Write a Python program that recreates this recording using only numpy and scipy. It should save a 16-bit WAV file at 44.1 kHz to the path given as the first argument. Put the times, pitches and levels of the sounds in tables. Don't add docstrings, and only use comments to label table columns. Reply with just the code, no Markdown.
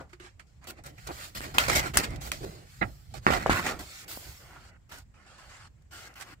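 import sys
import numpy as np
from scipy import signal
from scipy.fft import rfft, irfft, next_fast_len
from scipy.io import wavfile
from scipy.ndimage import uniform_filter1d, map_coordinates

SR = 44100
rng = np.random.default_rng(int(sys.argv[2]) if len(sys.argv) > 2 else 0)


def wav_out(sig):
    wavfile.write(sys.argv[1], SR, np.round(np.clip(np.atleast_2d(sig).T, -1, 1) * 32767).astype(np.int16))


N = 282240
SIDES = np.array([[.5], [-.5]])


def amp(db):
    return 10 ** (np.asarray(db) / 20)


def unit_rms(x):
    return x / np.sqrt(np.mean(x ** 2) + 1e-20)


def along(points, hz):
    f, v = np.transpose(points)
    return np.interp(np.log(hz + 1), np.log(f + 1), v)


def wobble(rate, count):
    knots = rng.standard_normal(int(count * rate / SR) + 4)
    return map_coordinates(knots, [np.arange(count) * rate / SR])


def filtered(x, response):
    m = next_fast_len(x.shape[-1] + 4096)
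    return irfft(rfft(x, m) * response(np.fft.rfftfreq(m, 1 / SR)), m)[..., :x.shape[-1]]


def ring(f, hz, sharp):
    return 1j * f * hz / sharp / (hz * hz - f * f + 1j * f * hz / sharp)


def left_later(f, ms):
    return np.exp(-2j * np.pi * f * ms / 1000 * SIDES)


def spaced(pair, ms):
    # frequency in Hz, how alike the sides are from 0 to 1.
    likeness = [(60, 0.87), (300, 0.88), (1000, 0.61), (4000, 0.14), (12000, 0.088)]
    turn = lambda f: np.arccos(np.clip(along(likeness, f), 0, 1)) / 2
    mid, side = filtered(pair, lambda f: np.array([np.cos(turn(f)), np.sin(turn(f))]))
    return filtered(np.array([mid + side, mid - side]), lambda f: left_later(f, ms))


def patchy(pair, db, size):
    spectra = signal.stft(pair, nperseg=size)[2]
    patches = uniform_filter1d(uniform_filter1d(rng.standard_normal(spectra.shape[1:]), 3, 0), 6, 1)
    return signal.istft(spectra * amp(db * unit_rms(patches)), nperseg=size)[1][:, :pair.shape[1]]


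def add(track, sound, start):
    place = track[:, max(round(start * SR), 0):][:, :sound.shape[1]]
    place += sound[:, :place.shape[1]]


def rub(times, scrape_db, fizz_db, sizzle_db, flex_db, pan_db):
    # frequency in Hz, gain in dB.
    folded_scrape = [(290, -35), (500, -10), (603, 1), (913, 0.5), (1410, 7), (1760, 2.5), (1930, 6.5),
                     (2510, -0.5), (3070, -11), (3320, -17.5), (3800, -15), (4940, -38), (8360, -120)]
    open_scrape = [(290, -42), (500, -16), (600, -9), (802, -3.5), (1010, -5.5), (1250, -1), (1430, 4),
                   (1620, -2), (2100, -3.5), (2570, -9.5), (2950, -8), (3500, -40), (5300, -45),
                   (11000, -120)]
    fizz = [(1880, -22), (3200, -5.5), (3690, -7.5), (4480, -2), (4980, -6), (5500, -4), (5900, -10),
            (6400, -6.5), (7460, -6), (8210, -8), (9500, -16.5), (12400, -36), (20900, -120)]
    sizzle = [(5590, -28), (9300, -11.5), (10000, -4), (11000, -1.5), (11900, 1.5), (15100, 3.5),
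              (16100, -8), (16400, -18)]
    flex = [(82, -27), (140, -1.5), (227, -6), (367, -2), (415, -9), (800, -11), (1040, -36.5),
            (1760, -120)]
    # time in seconds, delay of the left side in ms.
    lags = [(0, .05), (.2, .35), (.67, .1), (.84, .4), (1.41, .4), (1.54, -.35), (1.59, .35), (3.4, .45),
            (3.66, -.1), (3.8, .18), (4.3, -.07), (4.9, .2), (5.1, -.08), (6.4, -.1)]
    # time in seconds, boost of its highs against its lows in dB.
    tilts = [(0, -13), (.1, 1), (.4, 1), (.68, 0.5), (1.08, 4.5), (1.1, -15), (1.2, 5.5), (1.57, -3.5),
             (1.62, 1.5), (1.7, 1), (1.76, 3.5), (1.93, -2.5), (1.98, 1), (2.05, 2.5), (2.1, -1),
             (2.35, -1), (2.46, -2), (2.81, 4), (2.83, -4.5), (2.86, -8), (3.15, -1), (3.28, -3),
             (3.34, -3), (3.44, -1), (3.47, -6), (3.52, 0), (3.58, -3), (3.68, 1), (3.8, -8), (3.9, 7.5),
             (4.6, -1.5), (4.94, 1.5), (5.4, 0), (5.93, 0.5), (6.4, 0)]
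    bite_s, lift_s, open_from_s, split_hz = .005, .045, 4.28, 1410
    start, end = times[0], times[-1]
    count = round((end - start) * SR) + 2048
    t = start + np.arange(count) / SR
    scrape_db, fizz_db, sizzle_db, flex_db = (
        np.interp(t, times, db) for db in (scrape_db, fizz_db, sizzle_db, flex_db))
    contact = np.clip((t - start) / bite_s, 0, 1) * amp(-60 * np.maximum(t - end, 0) / lift_s)
    force = np.clip((scrape_db + 68) / 35, .25, 1)
    clumps = amp(force * (.6 * wobble(60, count) + 1.1 * wobble(200, count) + 2.2 * wobble(900, count)))
    grit = patchy(unit_rms(clumps * rng.standard_normal((2, count))), db=1.3, size=256)
    grit = patchy(grit, db=3, size=1024)
    grit = spaced(grit, np.interp(start, *np.transpose(lags)))
    side_db = SIDES * pan_db
    scrape_colour = open_scrape if start > open_from_s else folded_scrape
    scrape = unit_rms(filtered(grit, lambda f: amp(along(scrape_colour, f))))
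    lows = filtered(scrape, lambda f: 1 / (1 + (f / split_hz) ** 4))
    tilt = amp(np.interp(t, *np.transpose(tilts)) / 2)
    sound = amp(side_db) * (lows / tilt + (scrape - lows) * tilt)
    for colour, db, pan_share in (fizz, fizz_db, .38), (sizzle, sizzle_db, .21), (flex, flex_db, 1):
        layer = unit_rms(filtered(grit, lambda f: amp(along(colour, f))))
        sound += amp(db + pan_share * side_db) * layer
    return sound * contact * amp(scrape_db)


def rubbing():
    # start, crest and end in seconds, the scrape's level at each in dB, then fizz, sizzle
    # and flexing in dB over the scrape at the crest, left over right in dB.
    strokes = [ (0, 0.003, 0.089, -38, -51, -89, -8, -34, 4.5, 4),
               (0.091, .11, 0.13, -69, -70, -74, 1.5, -16, -6, -8),
               (.128, .13, 0.18, -49, -47.5, -89, -7, -24, -26, -6),
               (0.196, 0.27, 0.35, -57, -54, -85, -3.5, -26, -11, -5.5),
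               (.392, 0.4, .46, -55, -52, -94, -5, -28, -20, -6),
               (0.466, .47, 0.6, -80, -78, -89, 6, -10, -4, 8),
               (0.611, 0.65, 0.69, -70, -52, -73, -9.5, -23, -13, -5),
               (0.668, 0.71, 0.71, -51, -48, -53, 2.5, -0.5, -5, -2.5),
               (0.71, 0.72, 0.75, -56, -57.5, -69, -7, -16, 3, -1),
               (.75, 0.79, 0.83, -71, -53, -79, -9.5, -25, 0.5, -4),
               (0.8361, 0.87, 0.91, -58, -48, -63.5, -2.5, -9.5, -3, -1.5),
               (.978, 0.96, 1, -52, -48.5, -58, -9, -15, -16, -4),
               (1.066, 1.075, 1.09, -45.5, -42, -50, -3, -19, -5.5, -4),
               (1.085, 1.1, 1.116, -49, -42.5, -46, -16, -23, 2, -4),
               (1.112, 1.25, 1.3, -55.5, -48.5, -61, 2.5, -4, -18, -3),
               (1.347, 1.385, 1.4, -46, -46.5, -52.5, 4, -2.5, -2, -0.5),
               (1.41, 1.444, 1.542, -45, -43, -59, -3.5, -10, -4.5, -3),
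               (1.539, 1.57, 1.61, -38, -40, -44, -6, -14, -3.5, -2),
               (1.585, 1.625, 1.686, -26, -31.5, -38, -4, -12, -15.5, -2.5),
               (1.679, 1.698, 1.717, -32, -25.5, -33, -3.5, -15.5, -9, -4.5),
               (1.712, 1.74, 1.752, -34, -31.5, -30, -1.5, -12, -5, -3),
               (1.749, 1.782, 1.797, -28.5, -27.5, -28.5, 0, -8, -8, -1.5),
               (1.797, 1.8, 1.84, -32, -31.5, -40, -9.5, -16.5, -7.5, -2.5),
               (1.832, 1.87, 1.92, -39, -35.5, -52.5, -8, -16, -4, -5),
               (1.935, 1.953, 1.97, -39, -34.5, -36, -7, -11.5, -4, -2.5),
               (1.976, 1.988, 2.001, -27.5, -29.5, -31.5, 0, -10, -5.5, -2),
               (2.0, 2.002, 2.05, -38, -35.5, -42.5, -7.5, -15, -4.5, -2.5),
               (2.028, 2.042, 2.052, -42, -33.5, -37, -1.5, -11.5, -5.5, -2.5),
               (2.052, 2.05, 2.09, -47, -43.5, -50.5, -8, -21, 3, -3),
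               (2.09, 2.12, 2.22, -55, -46.5, -60, -15, -24, 1.5, -6),
               (2.207, 2.27, 2.3, -50.5, -47.5, -55.5, 2, -3, -2, -4.5),
               (2.32, 2.323, 2.4, -35, -41, -67, 1.5, -6, -3.5, -4),
               (2.405, 2.45, 2.43, -67, -48.5, -63, 0, -10, 12.5, -4.5),
               (2.811, 2.825, 2.867, -33.5, -22, -60.5, -45, -52, -7, -10),
               (2.874, 2.866, 2.9, -51, -53, -67, -18, -18, 8, -2),
               (3.137, 3.18, 3.2, -50.5, -52.5, -69, 1.5, -9.5, -1, -12),
               (3.267, 3.274, 3.32, -23.5, -25, -35, -15, -28, -0.5, -4),
               (3.303, 3.34, 3.377, -30, -28, -31.5, -10, -20, -6.5, -6.5),
               (3.378, 3.43, 3.48, -40.5, -39, -48, -10, -18.5, -2.5, -3),
               (3.461, 3.466, 3.495, -30.5, -34, -43, -11, -24.5, -1.5, 6),
               (3.495, 3.514, 3.54, -23.5, -21.5, -26.5, -14, -25, -11, -4.5),
               (3.54, 3.595, 3.65, -32.5, -31.5, -43, -8.5, -15.5, -8.5, -3.5),
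               (3.638, 3.676, 3.721, -40.5, -30.5, -38.5, -6, -15.5, -7, -3.5),
               (3.7, 3.725, 3.785, -46, -41, -54, -9, -18, -2, -3.5),
               (3.788, 3.802, 3.84, -45, -46.5, -58.5, 0.5, -4, 2, -1),
               (4.077, 4.127, 4.165, -54, -50, -62, 6.5, 5.5, -8.5, -3),
               (4.2, 4.26, 4.33, -66, -58, -60, 3.5, 1, -5, -4.5),
               (4.4, 4.57, 4.66, -62.5, -53, -71, -17, -26, -8, -2.5),
               (4.6, 4.66, 4.7, -63, -58, -61, -2, -18, -9.5, -2),
               (4.69, 4.765, 4.775, -63, -62, -70, -18, -35, -3, -2),
               (4.89, 4.9, 4.915, -62, -58, -58, -2, -9, -8, -3.5),
               (4.912, 4.925, 4.962, -50, -48.5, -53, -2, -9.5, -10.5, -3.5),
               (4.96, 4.987, 5.03, -60, -54, -72, 0, -7, -8, -3.5),
               (5.137, 5.2, 5.28, -64, -61, -62, -9, -32, -9, -2.5),
               (5.26, 5.295, 5.42, -64, -57.5, -61, -3, -28, -11, -2),
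               (5.379, 5.385, 5.53, -55, -55.5, -58, -4, -20, -17, -2),
               (5.49, 5.54, 5.675, -59, -53.5, -58, -3, -25, -19, -1.5),
               (5.907, 5.93, 6.08, -64, -50.5, -52, -1, -11.5, -13.5, 0.5),
               (6.07, 6.105, 6.15, -58, -54, -66, -12, -22, -7.5, 0),
               (6.152, 6.2, 6.2, -53, -49.5, -53, -4.5, -10, -17, -1),
               (6.198, 6.222, 6.232, -51, -46.5, -49, 0, -14, -17.5, -8),
               (6.236, 6.3, 6.338, -57, -51, -53, -7, -17, -8.5, 0.5), ]
    # time in seconds, scrape in dB, then fizz, sizzle and flexing in dB over it.
    slides = [
        [(.86, -75, 2, -8, 13), (.91, -68.5, -6, -9, 12), (.97, -69.5, 3, -10, 2), (1.01, -62, 4, -5, -10),
         (1.3, -63.5, 1, -5, 2), (1.345, -68, 2, -2, -5), (1.89, -62, 1, -5, 0), (1.92, -66, 0, -9, 4),
         (1.95, -62, 2, -5, 0), (2.15, -62.5, 3.5, -8, 8), (2.19, -74, -7, -14, 13), (2.215, -65, 4, -5, 4),
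         (2.4, -62.5, 7.5, -2, -2), (2.47, -56.5, 2, -3.5, 13.5), (2.657, -66.5, 4, -9, 3.5),
         (2.72, -63, 4.5, -4, -22), (2.9, -68.5, 6.5, 1.5, 2), (3.1, -75, 6.5, 1, -4.5),
         (3.13, -67.5, 3.5, -5, 8.5), (3.2, -79, -1, -6, 6), (3.235, -58.5, -0.5, -12, -5),
         (3.266, -55, 0, -9.5, -10)],
        [(3.8, -59.5, 6, -2, 0), (3.86, -58, 5, -2, -3), (4.0, -55, 6.5, -2, -18), (4.045, -55.5, 4, -3, -7),
         (4.056, -59.5, -10, -13, 0), (4.078, -62.5, 0, -12, 5.5), (4.165, -59.5, 10, 12, -8),
         (4.25, -64.5, 12, 7, -1.5), (4.38, -61, 4.5, 1, -18), (4.6, -72, 7.5, -5, -4.5),
         (4.72, -90, 1, -10, 0)],
    ]
    follows = (.84, .96, .66)
    track = np.zeros((2, N))
    for *shape, fizz_db, sizzle_db, flex_db, pan_db in strokes:
        times, scrape_db = np.reshape(shape, (2, 3))
        times = np.maximum.accumulate(times)
        dip_db = scrape_db[1] - scrape_db
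        layers_db = [db + (1 - share) * dip_db for db, share in zip((fizz_db, sizzle_db, flex_db), follows)]
        add(track, rub(times, scrape_db, *layers_db, pan_db), times[0])
    for rows in slides:
        add(track, rub(*np.transpose(rows), pan_db=-3.5), rows[0][0])
    return track


def air():
    # frequency in Hz, gain in dB.
    colour = [(12, -38.5), (20, -6), (36, 3), (59, 10), (92, 7.5), (135, 4), (200, -10), (260, -20),
              (440, -120)]
    # time in seconds, level in dB.
    stir_levels = [(0, -53.5), (.3, -59), (.9, -52.5), (1.3, -56), (1.5, -47), (2.3, -46), (2.6, -52.5),
                   (3.05, -57), (3.6, -49), (3.9, -55.5), (4.3, -54.5), (5.2, -58), (6.4, -57.5)]
    # crest in seconds, level in dB, seconds to swell by 20 dB, seconds to fade by 20 dB.
    swings = [(.87, -52, 0.075, .15), (1.1, -46.5, 0.27, 0.17), (1.37, -45.5, 0.049, 0.18),
              (1.7, -35.5, 0.15, 0.53), (1.81, -37, .4, 0.055), (1.98, -29, 0.03, .03),
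              (2.1, -38.5, .06, 0.32), (2.16, -35, 0.15, .06), (2.44, -41.5, 0.16, 0.051),
              (2.831, -33, 0.055, 0.13), (3.18, -41.5, 0.19, 0.1), (3.31, -37.5, 0.11, 0.27),
              (3.37, -34, 0.084, 0.064), (3.5, -28, 0.041, 0.1), (3.76, -43, 0.16, 0.12),
              (4.3, -47, .1, 0.053), (4.87, -56, 0.083, .05)]
    rumble = filtered(spaced(rng.standard_normal((2, N)), ms=.05), lambda f: amp(along(colour, f)))
    t = np.arange(N) / SR
    stir = amp(np.interp(t, *np.transpose(stir_levels)) + 1.4 * wobble(13, N))
    wafts = [amp(db - 20 * np.maximum((crest - t) / swell, (t - crest) / fade))
             for crest, db, swell, fade in swings]
    strength = np.sqrt(stir ** 2 + np.sum(np.square(wafts), axis=0))
    return strength * amp(-2.4 * SIDES) * unit_rms(rumble)


def room_hiss():
    # frequency in Hz, gain in dB.
    colour = [(88, -36.5), (150, -20), (179, -7.5), (414, -17.5), (1340, -24.5), (2180, -25), (3420, -33),
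              (6500, -33), (7470, -26.5), (9440, -43), (11000, -43), (15700, -44)]
    hiss = patchy(rng.standard_normal((2, N)), db=2, size=256)
    return amp(-69.5) * unit_rms(filtered(hiss, lambda f: amp(along(colour, f))))


def crackles():
    # start in seconds, level in dB, panel pitch in Hz, its sharpness, high crack in dB,
    # left over right in dB, rise in ms, delay of the left side in ms.
    creases = [(.003, -36.5, 696, 1.35, -31, -1, 9.6, 0.15), (.129, -43.5, 1820, 1.5, -29, -6, 4.3, 0.1),
               (.198, -40, 1800, 1.3, -18.5, -6.5, 2.4, 0.41), (0.241, -50, 1780, .6, -7, -2, 2.5, .33),
               (.395, -39, 1830, 2.9, -20, -9, 3.2, 0.37), (.641, -43.5, 1240, 3.7, -7, -6, 2.1, -0.09),
               (0.701, -37, 2360, 1.7, -10, -1, 3, 0.3), (0.8373, -39, 1500, 1, -1, 0, 1.4, 0.4),
               (.861, -36, 1400, 2.7, 6, -2, 3.1, 0.46), (1.07, -31.5, 2140, 3.3, 5, -7, 2.3, 0.63),
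               (1.095, -31, 700, 1.6, -26, -4, 3.3, 0.49), (1.104, -32, 600, 1.8, -30, -4, 4, 0.39),
               (1.405, -31, 2000, .8, -3, -2, .9, -0.15), (1.541, -33, 1500, 1.2, -11, 1, 2, -0.27),
               (1.5826, 0.5, 3060, 2.8, -14, -0.5, 1.16, -0.32), (1.66, -27, 2000, 1.8, -14, -3, 2.8, 0.35),
               (1.682, -25, 2290, 1.8, -1.5, -2, 1.5, .35), (1.696, -24, 1770, 1.8, -1, 0, 3.9, .35),
               (1.731, -22, 1500, 1, -6, 0, 1.4, 0.23), (1.758, -18, 1730, 1.7, -3, 1, 1.3, 0.42),
               (1.792, -27, 2000, 1.5, -3, -1, 1.4, .36), (1.848, -34, 2000, 1.5, -8, -3.5, 2, 0.36),
               (1.9705, -3, 1696, 4.6, -4.5, 3, 2.4, -0.021), (1.986, -21, 3002, .86, 2.5, 3.5, 2.5, 0.39),
               (2.034, -30, 2390, 3.1, -20, -1, 6.5, 0.53), (2.105, -40, 5000, 1.1, -3, -3.5, 2.1, .44),
               (2.159, -35, 3920, 1.3, -5, -4, 1.8, 0.37),
               (2.3171, -13, 2400, 0.94, -6.5, -2, 1.13, -0.075), (2.429, -34, 405, 0.69, -22, 0, 3, 0.49),
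               (2.816, -19.5, 734, 3.3, -48, -6, 6, 0.38), (3.139, -40, 1500, 1, -2, -8, 1.5, 0.56),
               (3.273, -28, 1500, 0.96, -12.5, -3.5, 1.8, .42), (3.496, -24, 2000, 0.9, -9, -1, 0.99, .2),
               (3.529, -22, 1700, 1.2, -10.5, -4, 2, .4), (3.568, -29, 1500, 1.6, -16, -3, 2.01, 0.4),
               (3.662, -22, 1370, 1, -10, 2, 3.7, -0.12), (4.553, -43, 894.5, 1.8, -28, -4, 7.4, 0.06),
               (4.985, -38, 2394, 1.52, 6, -5, 0.8, .08), (5.82, -59.5, 4953, 1.1, -5.5, -1, 2.51, -0.086),
               (6.138, -47, 5000, 1.1, -2, -1, 2.4, -0.061), (6.199, -40, 2000, 1.5, -1, -3, 1.6, -.09),
               (6.21, -29, 2120, 2.8, -6, -4.5, 1.5, -0.043), (6.2225, -31, 2000, 3, -11, -6, 1.7, -0.23)]
    crest_db = 7
    track, t = np.zeros((2, N)), np.arange(SR // 10) / SR - .002
    sheet = lambda f: amp(-9.5) * ring(f, hz=1140, sharp=1.6) ** 2
    crack = lambda f: ring(f, hz=6360, sharp=.75) ** 2
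    for start, db, hz, sharp, crack_db, pan_db, rise_ms, lag_ms in creases:
        age = np.maximum(t, 0) * 1000 / rise_ms
        run = age ** 2 * np.exp(2 - 2 * age) + .47 * (1 - np.exp(-age)) * np.exp(-age / 4)
        breaks = run * rng.standard_normal((2, len(t))) * amp(3.5 * wobble(1200, len(t)))
        paper = lambda f: ring(f, hz, sharp / 2) ** 3 + sheet(f) + amp(crack_db) * crack(f)
        sound = unit_rms(filtered(spaced(breaks, lag_ms), paper)) * np.sqrt(rise_ms / 100)
        add(track, sound * amp(db - crest_db + SIDES * pan_db), start + t[0])
    return track


def thrums():
    # start in seconds, level in dB, seconds to fade by 60 dB.
    notes = [(.131, -41.5, 0.1), (0.201, -37, 0.071), (0.24, -45.5, 0.15)]
    pitch_hz, rise_s = 356, .0047
    track, t = np.zeros((2, N)), np.arange(SR // 5) / SR
    for start, db, fade_s in notes:
        envelope = amp(db - 60 * t / fade_s) * (1 - np.exp(-t / rise_s))
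        tone = envelope * np.sin(2 * np.pi * pitch_hz * t)
        add(track, np.array([tone, tone]), start)
    return track


def pops():
    # time in seconds, the ring's peak in dB, its pitch in Hz, shove in dB over the ring,
    # left over right in dB, delay of the left side in ms.
    buckles = [(1.407, -25.5, 1494, -3.5, -2, -0.25), (1.5831, -6.5, 1150, -22, 0, -0.27),
               (1.9717, -9.5, 1403, -18, -3.5, -0.082), (2.3172, -17.5, 2400, -19, -1, -0.083),
               (3.2668, -0.5, 1160, -10, -2, 0.42), (3.3049, -14, 640, 1.5, -5.5, 0.48),
               (3.4617, -9.5, 740, -20, -3, 0.053), (3.496, -12, 760, 2.5, 0.5, 0.18),
               (4.174, -35, 601, 0.5, -4, 0.22)]
    track, kick = np.zeros((2, N)), np.zeros(SR // 8)
    lead = len(kick) // 4
    kick[lead] = 1
    for start, db, hz, push_db, pan_db, lag_ms in buckles:
        soft = lambda f: np.exp(-(f / hz / 2.4) ** 2) * left_later(f, lag_ms)
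        flip = filtered(kick, lambda f: soft(f) * ring(f, hz, sharp=1.5))
        shove = filtered(kick, lambda f: soft(f) * ring(f, hz=210, sharp=.95))
        sound = flip / abs(flip).max() + amp(push_db) * shove / abs(shove).max()
        add(track, sound * amp(db + SIDES * pan_db), start - lead / SR)
    return track


def room_echo(x):
    # frequency in Hz, seconds to fade by 60 dB.
    fades = [(200, 0.2), (2000, 0.11), (10000, 0.042)]
    hz, t, spectra = signal.stft(rng.standard_normal((2, SR // 3)), SR, nperseg=256)
    tail = signal.istft(spectra * amp(-60 * t / along(fades, hz)[:, None]), SR, nperseg=256)[1]
    delayed = np.pad(x, ((0, 0), (120, 0)))
    return signal.fftconvolve(delayed, tail / np.linalg.norm(tail[0]), axes=1)[:, :N]


def scene():
    creases, rubs = pops() + crackles() + thrums(), rubbing()
    return creases + rubs + room_echo(amp(-15) * creases + amp(-23.5) * rubs) + air() + room_hiss()


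def record(dry):
    # frequency in Hz, gain in dB.
    treble = [(15700, 0), (16100, -16), (16400, -30)]
    top_hz = 16400
    flattened = dry / (1 + abs(dry / .99) ** 8) ** (1 / 8)
    return filtered(flattened, lambda f: amp(along(treble, f)) * (f < top_hz))


dry = scene()
out = record(dry)
wav_out(out)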